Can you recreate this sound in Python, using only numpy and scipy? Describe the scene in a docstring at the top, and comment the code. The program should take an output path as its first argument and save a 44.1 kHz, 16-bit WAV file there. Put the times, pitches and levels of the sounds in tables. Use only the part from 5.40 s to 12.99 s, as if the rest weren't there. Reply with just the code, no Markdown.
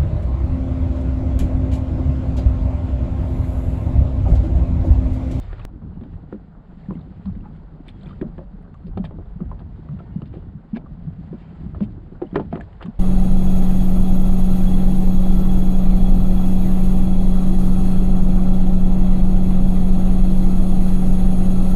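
"""A plastic kayak drifts on choppy open water, heard at a microphone fixed to the boat. Shaped noise carries
wind, heave, drone, wash and spray; at 0.25 s this background jumps abruptly to another level, with a click as a
short low rise stops dead. Wavelets then slap the hull as briefly swelling sines, and from 0.52 to 5.15 s faint,
thin tones glide. Knocks and scrapes excite resonances of hull and fittings, treble bursts are brief noise and
drops are rising, dying sines, all scattered; the hardest knock falls at 6.96 s."""
import sys
import numpy as np
from scipy import signal
from scipy.fft import rfft, irfft, next_fast_len
from scipy.io import wavfile

SR = 44100
rng = np.random.default_rng(int(sys.argv[2]) if len(sys.argv) > 2 else 0)


def master_out(mix):
    """Clip the mix to full scale and print it as 16-bit PCM to the path in sys.argv[1]."""
    frames = np.transpose(np.atleast_2d(mix))
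    ceiling = np.clip(frames, -1, 1)
    pcm = np.round(ceiling * 32767).astype(np.int16)
    wavfile.write(sys.argv[1], SR, pcm)


N = 334719
JUMP_S = 0.2516   # the background jumps to another level here
DULL_ABOVE = 1.65   # a crack or rub is dull above this multiple of its colour

# wavelets on the hull: t/s, peak level/dB, panel pitch f/Hz, swell time/ms
SLAPS = [(0.431, -29.5, 179, 11), (0.57, -30.5, 176, 7.5), (0.609, -30, 217, 14.5),
         (0.924, -28.5, 206, 23.7), (1.487, -18.5, 199, 6.2), (1.507, -21, 182, 10),
         (1.549, -30, 158.3, 26), (1.758, -31, 162, 17), (1.861, -17.5, 187, 13.8), (1.882, -23, 189, 10),
         (1.96, -28, 219, 10), (2.1, -29.5, 161, 4.3), (2.187, -31.5, 148, 4.2), (2.404, -30, 252, 4.3),
         (2.658, -28, 155, 14), (2.816, -16, 230, 4), (2.848, -25, 218, 15), (2.819, -21.5, 335, 8),
         (2.866, -29.5, 199, 9), (2.979, -30, 182, 5), (3.137, -30.5, 177, 9.7), (3.443, -28, 197, 16),
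         (3.571, -20, 193.5, 9.8), (3.598, -14.5, 195, 9), (3.642, -26.5, 171, 9.3),
         (3.737, -30.5, 188, 10.3), (3.785, -29.5, 159, 4.3), (3.96, -26, 149, 7.4), (4.012, -17, 184, 9.9),
         (4.491, -23.5, 158, 23), (4.527, -23, 195, 14.4), (4.76, -15, 180, 6.3), (4.827, -20, 162, 6),
         (4.971, -24.5, 169, 2.9), (5.07, -28, 202, 2.3), (5.148, -27.5, 170, 9.7),
         (5.331, -17.5, 212, 10.6), (5.359, -22, 231, 9.8), (5.506, -29, 153.6, 14.5),
         (5.667, -23, 154.8, 16.5), (5.785, -26, 175, 10.7), (5.913, -27, 177, 5.9), (5.934, -30, 219, 12),
         (6.21, -28, 175, 5.2), (6.264, -18.5, 176, 6.3), (6.41, -12.5, 202.8, 15.5),
         (6.457, -24.5, 178, 13), (6.722, -30, 149, 5.1), (6.818, -15, 365, 7.7), (6.931, -18, 203, 2.7),
         (6.958, -17, 416, 14), (6.999, -19.5, 205, 9), (7.006, -26, 326, 6.5), (7.133, -16.5, 220, 4.3),
         (7.156, -33, 236.4, 30), (7.445, -25.5, 176, 14.6), (7.481, -21.5, 214, 9.9)]
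# resonant modes of the hull: f/Hz, relative gain/dB, t60/s
HULL_MODES = [(301, 3.5, 0.1), (352, 6, 0.065), (403.4, -0.5, 0.08), (503.6, 5, 0.035), (560, -2.5, 0.091),
              (610, -2, 0.15), (687.5, 0, 0.062), (759, -5.5, .07), (876, -7, 0.07), (1000, 2.5, 0.025),
              (1180, -4.5, 0.034), (1260, -5, 0.041), (1400, -3.5, 0.024)]
# stiff deck fittings, resonances that colour a crack: f/Hz, bandwidth/Hz
FITTINGS = [(1720, 220), (2000, 680), (2350, 200), (2700, 340), (3100, 95), (3600, 72), (4150, 150),
            (4700, 220)]


def amp(db):
    """Level in dB to amplitude ratio: 20 dB is a factor of ten."""
    return 10 ** (np.asarray(db) / 20)


def rms_one(x):
    """Normalise the mean power to 1."""
    return x / np.sqrt(np.mean(x ** 2) + 1e-20)


def drift(rate_hz):
    """Low-passed chance: white noise through a double pole at rate_hz wanders with spread 1."""
    step = 40   # samples between drawn values
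    r = np.exp(-2 * np.pi * step * rate_hz / SR)
    white = rng.standard_normal(N // step + 2002)
    slow = signal.lfilter([1], [1, -2 * r, r * r], white)[2000:]
    return np.interp(np.arange(N) / step, np.arange(len(slow)), rms_one(slow - slow.mean()))


def noise(spectrum):
    """Spectral shaping: white noise weighted by frequency gives steady coloured noise of rms 1."""
    size = next_fast_len(N)
    hz = np.maximum(np.arange(size // 2 + 1) * SR / size, 1)
    at, level_db = np.transpose(spectrum)
    gain = amp(np.interp(np.log(hz), np.log(at), level_db, left=-120, right=-120))
    return rms_one(irfft(rfft(rng.standard_normal(size)) * gain, size)[:N])


def ring(clicks, hz, t60):
    """Damped resonance: a unit click starts a sine of height 1 that decays 60 dB in t60 seconds."""
    r, w = amp(-60 / (t60 * SR)), 2 * np.pi * hz / SR
    return signal.lfilter([0, np.sin(w)], [1, -2 * r * np.cos(w), r * r], clicks + 1e-18)


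def struck(hz, width_hz, t):
    """Modal impulse response: each mode decays in proportion to its bandwidth."""
    return np.exp(-np.pi * np.outer(width_hz, t)) * np.sin(2 * np.pi * np.outer(hz, t))


def soften(x, hz):
    """Contact compliance: a two-pole low-pass dulls a soft contact."""
    return signal.lfilter(*signal.butter(2, hz, fs=SR), x)


def grains(per_s, low_hz, high_hz, cycles, spread_db, count):
    """Random superposition: scattered clicks each ring at one of several pitches, t60 in cycles; rms 1."""
    sizes = amp(spread_db * np.minimum(rng.exponential(1, N), 4)) * (rng.random(N) < per_s / SR)
    dealt = rng.integers(0, count, N)
    pitches = np.geomspace(low_hz, high_hz, count)
    return rms_one(sum(ring(sizes * (dealt == k), hz, cycles / hz) for k, hz in enumerate(pitches)))


def patchy(x, edges_hz, shared_db, own_db):
    """Band-wise modulation: each band flickers partly on its own."""
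    out = 0
    for low, high in zip(edges_hz, edges_hz[1:]):
        band = signal.sosfilt(signal.butter(1, [low, high], "band", fs=SR, output="sos"), x)
        out = out + band * amp(shared_db + own_db * drift(26.0))
    return rms_one(out)


def curve(rows):
    """Linear interpolation: the columns of a (t/s, level/dB, ..) table at every sample."""
    s, *columns = np.transpose(rows)
    return [np.interp(np.arange(N) / SR, s, c) for c in columns]


def add(out, s, sound):
    """Superposition: mix a short sound in at time s."""
    i = int(round(s * SR))
    out[i:i + len(sound)] += sound[:N - i]


def faint_tones():
    """Frequency and amplitude modulation: thin gliding sines whose pitch and level waver at random."""
    # faint tones: start t/s, end t/s, first f/Hz, last f/Hz, level before the waver/dB
    glides = [(.52, .78, 2920, 2900, -80), (2.5, 2.62, 3350, 3250, -76), (2.7, 2.8, 3100, 3050, -76),
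              (3.27, 3.47, 4170, 4230, -85), (3.6, 3.8, 3720, 3780, -85), (4.53, 4.76, 1830, 1830, -72),
              (4.6, 4.76, 2150, 2200, -76), (4.62, 4.73, 3160, 3120, -81), (4.7, 4.87, 2830, 2880, -77),
              (4.86, 5.05, 2860, 2915, -75.5), (4.97, 5.14, 3380, 3365, -84), (5.02, 5.15, 1830, 1820, -76)]
    out = np.zeros(N)
    waver = amp(2.5 * drift(25.0))
    blur = 1 + .004 * drift(40.0)
    for start, end, first_hz, last_hz, db in glides:
        i, size = round(start * SR), round((end - start) * SR)
        pitch_hz = np.linspace(first_hz, last_hz, size) * blur[i:i + size]
        phase = 2 * np.pi * np.cumsum(pitch_hz) / SR
        add(out, start, amp(db) * signal.windows.tukey(size, .3) * np.sin(phase))
    return out * waver


def stir():
    """Incoherent addition: the stirring swells round every slap and dies away; powers add."""
    rise_s, t60_s = 0.0019, 0.32
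    power, t = np.zeros(N), np.arange(SR) / SR
    shape = (1 - np.exp(-t / rise_s)) * amp(-60 * t / t60_s)
    for s, db, *_ in SLAPS:
        add(power, s - rise_s, (amp(db) * shape) ** 2)
    return np.sqrt(power)


def levels():
    """Power addition of base and stirred gains for rumble, heave, drone, wash, spray, after a steady start."""
    # wind on the microphone port: t/s, rumble level/dB
    wind = [(0.26, -42), (0.28, -38.5), (1.32, -43.5), (1.56, -37), (1.81, -48), (1.93, -34), (2.38, -42.5),
            (3.2, -38.5), (3.32, -51), (3.53, -30), (3.55, -42), (3.95, -35.5), (4.65, -46.5), (5.08, -38),
            (5.16, -52.5), (5.38, -39.5), (6.06, -47), (6.12, -50), (6.22, -40), (7.59, -42)]
    # chop under the hull: t/s, heave base level/dB, drone base level/dB
    chop = [(0.26, -40.5, -47.5), (0.44, -37, -38), (1.08, -44, -46), (1.24, -55.5, -47.5),
            (1.59, -35.5, -36.5), (1.83, -41, -47.5), (1.87, -32.5, -39), (2.38, -50.5, -44.5),
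            (2.77, -39.5, -40.5), (3.32, -45, -45.5), (3.55, -35, -41.5), (3.93, -45, -46),
            (4.08, -31.5, -41), (4.18, -40.5, -40.5), (4.91, -39, -44.5), (5.18, -43, -42.5),
            (5.22, -60, -48.5), (5.67, -35.5, -40.5), (6.16, -46.5, -43), (6.24, -34.5, -39),
            (6.53, -35, -39.5), (6.92, -48, -48.5), (6.96, -34, -30), (7.59, -46, -61.5)]
    # spray hiss: t/s, level/dB
    spray_level = [(0.26, -73.5), (0.83, -69.5), (1.2, -73), (1.4, -67.5), (2.44, -71), (2.65, -64),
                   (3.1, -72), (4.53, -70), (4.79, -69), (5.18, -72.5), (6.2, -65), (6.57, -70.5),
                   (6.79, -69.5), (7.0, -66), (7.43, -66.5), (7.59, -68)]
    # base levels before the jump, in dB: rumble, heave, drone, wash, spray
    early_db = (-33, -33, -49, -53.5, -60.5)
    wash_db, wash_follows = -55.5, 0.23   # dB at mean spray; share of the spray's swing
    stir_drone_db, stir_wash_db = -14.5, -39   # against the slap's peak
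    (wind_db,), (heave_db, drone_db), (spray_db,) = curve(wind), curve(chop), curve(spray_level)
    stirred = stir()
    drone = np.hypot(amp(drone_db), amp(stir_drone_db) * stirred)
    calm_wash = amp(wash_db + wash_follows * (spray_db - spray_db.mean()))
    wash_gain = np.hypot(calm_wash, amp(stir_wash_db) * stirred)
    after = [amp(wind_db), amp(heave_db), drone, wash_gain, amp(spray_db)]
    return np.where(np.arange(N) < JUMP_S * SR, amp(early_db)[:, None], after)


def wind_rumble(gain):
    """Flow noise: wind on the microphone port gives low random pressure."""
    # rumble spectrum: f/Hz, relative spectral level/dB
    rumble = [(10, -21.5), (20, -6), (33, 2), (50, 2), (70, -20.5)]
    return gain * noise(rumble)


def hull_heave(gain):
    """Low-frequency radiation: the hull heaves on the chop as slowly wavering noise."""
    # heave spectrum: f/Hz, relative spectral level/dB
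    heave = [(35, -15), (55, -3.5), (80, 0), (110, -3.5), (140, -20), (220, -34)]
    return gain * noise(heave) * amp(2.0 * drift(2.2))


def hull_drone(gain):
    """Random excitation: the hull drones on the chop beneath a patter of small ringing laps."""
    # drone spectrum: f/Hz, relative spectral level/dB
    drone = [(100, -25), (135, -4.5), (160, 0.5), (200, -6.5), (260, -14.5), (330, -32.5), (450, -29.5)]
    patter = rms_one(soften(grains(78, 150, 330, 13.0, 2.5, count=6), 400))   # 78 laps per second
    return gain * (noise(drone) * amp(1.2 * drift(6.0)) + amp(-4) * patter)


def water_wash(gain, chop):
    """Turbulent broadband sound: bands of washing water flicker."""
    # wash spectrum: f/Hz, relative spectral level/dB
    wash = [(250, -16.5), (400, 1), (700, -3), (1000, -7), (1500, -11.5), (2000, -30.5), (2600, -46)]
    return gain * patchy(noise(wash), [250, 550, 1100, 2600], 0.11 * chop, 2.98)


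def spray_hiss(gain, chop):
    """Turbulence and bubble resonance: flickering hiss with fine ringing bubbles under it."""
    # spray spectrum: f/Hz, relative spectral level/dB
    spray = [(1200, -7), (1900, 4), (2500, -5), (3500, -5.5), (4700, -12.5), (5300, -19.5), (5900, -29.5),
             (7300, -20), (8500, -28.5), (10000, -41.5)]
    bubbles_per_s, bubbles_db = 280, -14.5   # level against the hiss
    bubbles = rms_one(soften(grains(bubbles_per_s, 880, 5100, 45.0, 3.6, count=14), 3000))
    hiss = patchy(noise(spray), [1200, 2200, 3500, 5600, 10000], 1.0 * chop, 1.8)
    return gain * (hiss + amp(bubbles_db) * bubbles)


def weather():
    """Superposition of wind and water, each following its own level."""
    wind, heave, drone, wash, spray = levels()
    chop = drift(6.0)   # passing wavelets lift wash and spray together
    air_and_hull = wind_rumble(wind) + hull_heave(heave) + hull_drone(drone)
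    return air_and_hull + water_wash(wash, chop) + spray_hiss(spray, chop)


def jump_click():
    """Step discontinuity: a short low rise stops dead with a click as the background jumps."""
    peak_db, swell_ms = -21.5, 9.6
    out, size = np.zeros(N), round(swell_ms * SR / 1000)
    add(out, JUMP_S - size / SR, -amp(peak_db) * np.sin(np.linspace(0, np.pi / 2, size)) ** 2)
    return out


def drops():
    """Bubble resonance: a trapped bubble rings and rises in pitch as it nears the surface."""
    # drops: t/s, level before a 12 dB lift and the envelope/dB, starting pitch f/Hz, cycles to 30 dB decay
    plinks = [(0.199, -43, 1140, 14), (.216, -52, 2500, 20), (1.435, -62.5, 2130, 20),
              (1.458, -61, 1770, 33), (1.537, -66, 2550, 38), (1.552, -59, 2050, 27),
              (1.553, -62, 2900, 18), (1.592, -64, 3600, 24), (1.608, -67, 3900, 26),
              (1.613, -64, 3450, 30), (2.007, -62, 2680, 19), (2.055, -47, 837, 33), (2.071, -56, 1180, 16),
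              (2.489, -40, 3270, 14), (2.502, -57, 3700, 12), (2.612, -57, 3700, 15),
              (2.617, -63, 3000, 30), (2.716, -60, 2950, 17), (2.631, -56, 3220, 17),
              (2.634, -56, 3800, 20), (2.659, -53.5, 3270, 24), (2.666, -51, 2340, 14),
              (2.672, -54, 2360, 17), (2.692, -50, 1260, 14), (2.708, -45.5, 1180, 18),
              (2.73, -45.5, 1360, 10), (4.118, -51, 1000, 12), (4.596, -49.5, 1320, 30),
              (5.46, -45, 1160, 10), (5.466, -43, 1150, 8.5), (3.857, -65, 3300, 16), (4.82, -51, 2740, 15),
              (6.865, -65, 2880, 70), (6.912, -65, 3150, 33), (3.349, -48, 1140, 15),
              (3.427, -66, 3200, 10), (4.488, -58.5, 1400, 15), (7.209, -39, 1686, 18.6),
              (7.458, -45.5, 1080, 16)]
    # pitch climbs by twice this share over those cycles at rise_hz; small, high drops climb more
    rise, rise_hz = 0.073, 3000
    out, t = np.zeros(N), np.arange(round(.08 * SR)) / SR
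    for s, db, hz, cycles in plinks:
        shape = (1 - np.exp(-t * hz / 1.5)) ** 2 * amp(-60 * t * hz / (2 * cycles))
        climb = 1 + rise * (hz / rise_hz) ** 2 * t * hz / cycles
        add(out, s, amp(db + 12.0) * shape * np.sin(2 * np.pi * hz * t * climb))
    return out


def treble_bursts():
    """Band-limited noise: very short bright bursts round one pitch, mostly at the knocks and drops."""
    # bright bursts: t/s, nominal level/dB, pitch f/Hz, t60/ms (at least 5)
    bursts = [(1.539, -69, 7870, 25), (2.481, -56, 8800, 13), (2.489, -68, 8300, 58),
              (2.631, -72, 7940, 54), (2.669, -77, 7900, 65), (3.224, -76, 9000, 40),
              (2.815, -67, 7950, 25), (3.343, -73.5, 6900, 40), (3.574, -70, 7990, 20),
              (3.644, -65, 8400, 20), (3.651, -71, 8450, 79), (6.432, -69, 7800, 100),
              (6.958, -53.5, 6800, 21), (7.169, -73, 7600, 37), (7.209, -57, 7660, 16),
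              (7.425, -63, 7850, 25), (7.458, -56, 7200, 16)]
    spread = 1 + 0.13   # band edges are the pitch divided and multiplied by this
    out, t = np.zeros(N), np.arange(round(.08 * SR)) / SR
    whites = rng.standard_normal((len(bursts), len(t)))
    for (s, db, hz, t60_ms), white in zip(bursts, whites):
        band = signal.butter(2, [hz / spread, hz * spread], "band", fs=SR, output="sos")
        burst = rms_one(signal.sosfilt(band, white))
        shape = (1 - np.exp(-t / 0.0004)) ** 2 * amp(-60000 * t / max(t60_ms, 5))
        add(out, s, amp(db - 1.5) * burst * shape)
    return out


def scrapes():
    """Stick-slip friction: uneven catches swell and fade, ringing modes near the colour of the rub."""
    # gear drags over the hull: start t/s, length/s, nominal level/dB, colour f/Hz, loudest at share of length
    drags = [(0.0, 0.091, -59, 3600, 0.22), (0.019, 0.27, -51, 1420, 0.39), (2.021, 0.082, -51, 1000, 0.43),
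             (2.456, 0.064, -54, 3000, .6), (2.818, 0.09, -45, 440, 0.27), (3.585, 0.037, -50, 596, 0.24),
             (3.632, 0.034, -51, 2900, .5), (4.103, 0.032, -52, 1000, .6), (4.868, 0.015, -62, 4400, .4),
             (4.919, 0.024, -55, 2000, 0.65), (5.343, 0.046, -44.5, 2210, 0.56),
             (5.947, 0.24, -61, 2520, 0.26), (6.404, 0.055, -51, 2860, 0.46),
             (6.888, 0.057, -57.5, 1210, .5), (6.943, 0.023, -40, 1500, 0.55),
             (6.962, 0.046, -28.5, 456, 0.35), (6.959, 0.035, -36, 1450, 0.13),
             (6.976, 0.062, -38.5, 946, 0.29), (7.098, 0.043, -57.5, 2600, 0.73),
             (7.125, 0.07, -41.5, 1180, 0.38), (7.397, 0.042, -38, 1220, 0.5),
             (7.433, 0.029, -54, 1500, .3)]
    catches_per_s, catch_spread_db, fall_db_per_octave = 1500, 3.2, 16
    out, t = np.zeros(N), np.arange(round(.06 * SR)) / SR
    hull = [(hz, np.log(1000) / np.pi / t60) for hz, _, t60 in HULL_MODES]   # bandwidth from t60
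    hz, width_hz = np.transpose(hull + FITTINGS)
    rings, luck = struck(hz, width_hz, t), rng.random((len(drags), 3, SR // 3))
    for (s, length, db, colour_hz, top), (born, size, sign) in zip(drags, luck):
        u = np.arange(SR // 3) / SR / length
        swell = np.interp(u, [0, np.clip(top, .05, .95), 1], [0, 1, 0])
        sizes = amp(-catch_spread_db * np.log(size + .02))
        catches = (born < catches_per_s / SR) * sizes * np.sign(sign - .5)
        away = np.abs(np.log2(hz / colour_hz))
        body = (amp(-fall_db_per_octave * away) * np.sqrt(width_hz)) @ rings
        rub = signal.fftconvolve(catches * swell, body / np.sqrt(np.sum(body ** 2)))
        rub = soften(soften(rub, DULL_ABOVE * colour_hz), 5000)
        add(out, s, amp(db) * rub / np.sqrt(np.mean(catches ** 2)))
    return out


def hull_body(table):
    """Modal excitation: a touch and two small rebounds ring the hull, favouring the struck spot's mode."""
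    split_hz = 520   # the lower body rings below, the upper above
    favour_db, rebound_loss_db = 8.5, 7.5   # lift of the favoured mode; loss at a rebound of usual length
    dull_db, usual_dying_ms = 6, 71   # more loss per octave above the split; a longer knock loses less
    luck = rng.normal(0, 3, (len(table), 3, len(HULL_MODES)))   # dB
    lags = np.cumsum(rng.uniform(0.003445, .012, (len(table), 3)), axis=1) * [0, 1, 1]
    at = np.round((table[:, :1] + lags) * SR).astype(int)
    body = np.zeros(N)
    for k, (hz, db, t60) in enumerate(HULL_MODES):
        clicks = np.zeros(N)
        away = np.abs(np.log2(hz / table[:, 2]))
        upper_db = table[:, 1] - 3.6 * away + favour_db * np.exp(-(away / 0.087) ** 2)
        first_db = upper_db if hz > split_hz else table[:, 3]
        loss_db = rebound_loss_db * usual_dying_ms / table[:, 6] + dull_db * max(np.log2(hz / split_hz), 0)
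        blow_db = first_db[:, None] - loss_db[:, None] * np.arange(3)
        clicks[at] = amp(blow_db + db - 12 + luck[:, :, k]) * (-1) ** (k // 2)
        body += ring(clicks, hz, t60)
    return soften(soften(body, 2900), 4200)


def cracks(table):
    """Resonant filtering: a tap and gritty noise sound through the stiff fittings, with a bright fizz."""
    # crack spectrum: f/Hz, relative spectral level/dB
    crack_colour = [(700, -16.5), (1500, -0.5), (2500, -8), (3500, -4), (4800, -8.5), (5600, -30.5),
                    (6500, -38)]
    # fizz spectrum: f/Hz, relative spectral level/dB
    fizz_colour = [(5500, -26.5), (6800, -10), (7800, -8), (9000, -11), (11000, -21.5), (13000, -32.5)]
    usual_fizz_db, usual_crack_db = -80, -46.5   # fizz at a usual crack
    fizz_follows, fizz_db_per_octave = .6, 1.5   # share of the crack's swing; brighter cracks fizz more
    rise_share, tap_db, grit_db = 0.022, 3.5, -22   # share of dying time; tap under crack; uncoloured part
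    above_db_per_octave, below_db_per_octave = 21, 9   # a crack falls away from its colour
    out, t = np.zeros(N), np.arange(round(.15 * SR)) / SR
    fizz = noise(fizz_colour)
    grit = rms_one(noise(crack_colour) * amp(1.7 * drift(170.0)))
    rung = np.array([signal.lfilter(*signal.iirpeak(hz, hz / width_hz, fs=SR), grit)
                     for hz, width_hz in FITTINGS])
    fitting_hz, fitting_width_hz = np.transpose(FITTINGS)
    taps = struck(fitting_hz, fitting_width_hz + 60, t) * (1 - np.exp(-t[None] / 0.00088))
    shares = rng.normal(0, 1.0, (len(table), len(FITTINGS)))   # dB
    for (s, _, _, _, crack_db, colour_hz, dying_ms), share in zip(table, shares):
        fizz_db = usual_fizz_db + fizz_follows * (crack_db - usual_crack_db)
        fizz_db += fizz_db_per_octave * np.log2(colour_hz / FITTINGS[1][0])
        decay = 0.81 * amp(-60000 * t / (0.33 * dying_ms)) + 0.53 * amp(-60000 * t / dying_ms)
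        tail = (1 - np.exp(-1000 * t / (rise_share * dying_ms))) * decay
        now = slice(round(s * SR), round(s * SR) + len(t))
        octaves = np.log2(fitting_hz / colour_hz)
        fall_db = np.maximum(above_db_per_octave * octaves, -below_db_per_octave * octaves)
        gains = amp(2.5 + share - fall_db)
        crack = amp(grit_db) * grit[now] + gains @ rung[:, now]
        crack = soften(soften(crack, DULL_ABOVE * colour_hz), 3.6 * colour_hz)
        add(out, s, amp(crack_db - tap_db) * (gains * (-1) ** np.arange(len(gains))) @ taps)
        add(out, s, tail[:len(crack)] * (amp(crack_db) * crack + amp(fizz_db) * fizz[now]))
    return out


def knocks():
    """Impact excitation: gear striking the hull rings its modes and cracks through the fittings."""
    # gear on the hull: t/s, nominal upper body level/dB, its strongest pitch f/Hz, nominal lower body level/dB,
    # nominal crack level/dB, crack colour f/Hz, dying time (t60 of the slower tail)/ms
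    blows = [(0.128, -35, 770, -31, -40, 2020, 57), (0.194, -35, 1180, -51, -43, 2480, 66),
             (0.61, -41, 710, -33.5, -55.5, 1980, 89), (0.634, -39.5, 540, -40.5, -57, 3000, 110),
             (0.9255, -29, 1400, -21.5, -48, 1720, 81), (1.507, -28.5, 1000, -25, -55, 2000, 68),
             (1.856, -37, 820, -47, -50, 3600, 83), (1.951, -58, 566, -37, -55, 2070, 59),
             (2.482, -45, 1400, -69, -42.5, 4400, 16), (2.484, -59, 1400, -75, -42, 2350, 35),
             (2.611, -45, 596, -59, -62, 3600, 180), (2.687, -60, 1250, -54, -53.5, 3300, 280),
             (2.812, -37, 1046, -23.5, -37.5, 1750, 68), (2.825, -31, 607, -26, -76, 2000, 61),
             (2.98, -35.5, 1090, -28.5, -50.5, 1900, 60), (2.989, -28, 550, -30.5, -71, 2020, 76),
             (3.225, -54, 552, -60, -58, 2050, 41), (3.342, -39, 1170, -55, -51, 2120, 21),
             (3.467, -64, 627, -33, -54.5, 4300, 130), (3.573, -25, 770, -23, -41.5, 3070, 64),
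             (3.641, -26, 880, -45, -46, 2000, 27), (3.65, -59, 610, -54, -39.5, 3000, 73),
             (3.708, -34.5, 860, -31.5, -65, 2040, 100), (3.785, -36.5, 688, -31.5, -79, 1910, 140),
             (4.004, -35, 1180, -27.5, -50, 1720, 71), (4.115, -32, 1010, -37.5, -62.5, 1960, 98),
             (4.191, -46, 900, -51, -55, 3300, 99), (4.203, -38, 744, -40, -64, 2000, 200),
             (4.488, -37.5, 1180, -41, -57.5, 2040, 69), (4.589, -43, 1400, -44, -52, 2240, 91),
             (4.603, -40, 667, -39, -64, 2000, 140), (4.818, -34.5, 1180, -28, -50, 2950, 52),
             (4.856, -49, 600, -46, -53.5, 3300, 120), (4.938, -33, 674, -35, -58, 2890, 310),
             (4.97, -56, 600, -31, -77, 2870, 140), (5.361, -42, 1400, -35, -35, 1900, 35),
             (5.369, -30.5, 717, -28.5, -45, 2900, 51), (5.928, -42, 620, -25, -58, 1910, 54),
             (6.346, -30.5, 1280, -37.5, -49, 1720, 90), (6.405, -29.5, 570, -22, -46.5, 2050, 40),
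             (6.434, -45, 646, -32, -57, 2060, 57), (6.723, -65, 764, -32, -65.5, 1960, 41),
             (6.817, -23.5, 775, -16.5, -45, 1960, 85), (6.943, -29, 555, -22, -47.5, 1880, 170),
             (6.957, -11, 1324, -12, -18, 1800, 36), (6.996, -19.5, 910, -18.5, -46.5, 3000, 100),
             (7.127, -20.5, 687, -25, -39.5, 2000, 47), (7.155, -32, 523, -20.5, -41, 2020, 57),
             (7.173, -28, 950, -34, -56, 2000, 64), (7.198, -33, 675, -41, -52, 2100, 94),
             (7.208, -41, 650, -34, -46, 1910, 71), (7.328, -55, 848, -72, -52, 2260, 45),
             (7.413, -32, 1250, -45, -46, 1750, 64), (7.425, -29.5, 846, -33, -37.5, 2800, 76),
             (7.458, -36, 1090, -34.5, -48, 2580, 80)]
    table = np.array(blows)
    return hull_body(table) + cracks(table)


def slaps():
    """Fluid loading: water loads a panel softly and damps it soon; a few cycles swell and stop short."""
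    out, t = np.zeros(N), np.arange(round(.12 * SR)) / SR
    for (s, db, hz, swell_ms), wobble in zip(SLAPS, rng.normal(0, 1, (len(SLAPS), 1))):
        u = t * 1000 / max(swell_ms, 1)
        shape = u * np.exp((1 - u ** 2) / 2)   # peaks at 1 after the swell time
        glide = 1 + .8 * wobble * t   # pitch slides slightly up or down
        add(out, s - .002, amp(db) * shape * np.sin(2 * np.pi * hz * t * glide))
    return out


def scene():
    """Superposition: everything reaches one microphone."""
    background = faint_tones() + weather() + jump_click()
    return (background + drops() + treble_bursts() + scrapes() + knocks() + slaps())[None]


def record(dry):
    """Band limiting: a soft ceiling on the level and a very faint, steady hiss, then a low-pass."""
    ceiling, hiss_db, cutoff_hz = .42, -100, 16900   # amplitude; rms before the low-pass; stopband edge
    level = dry / (1 + np.abs(dry / ceiling) ** 4) ** .25
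    level = level + amp(hiss_db) * rng.standard_normal(dry.shape)
    return signal.sosfilt(signal.cheby2(16, 70, cutoff_hz, fs=SR, output="sos"), level)


dry = scene()
out = record(dry)
master_out(out)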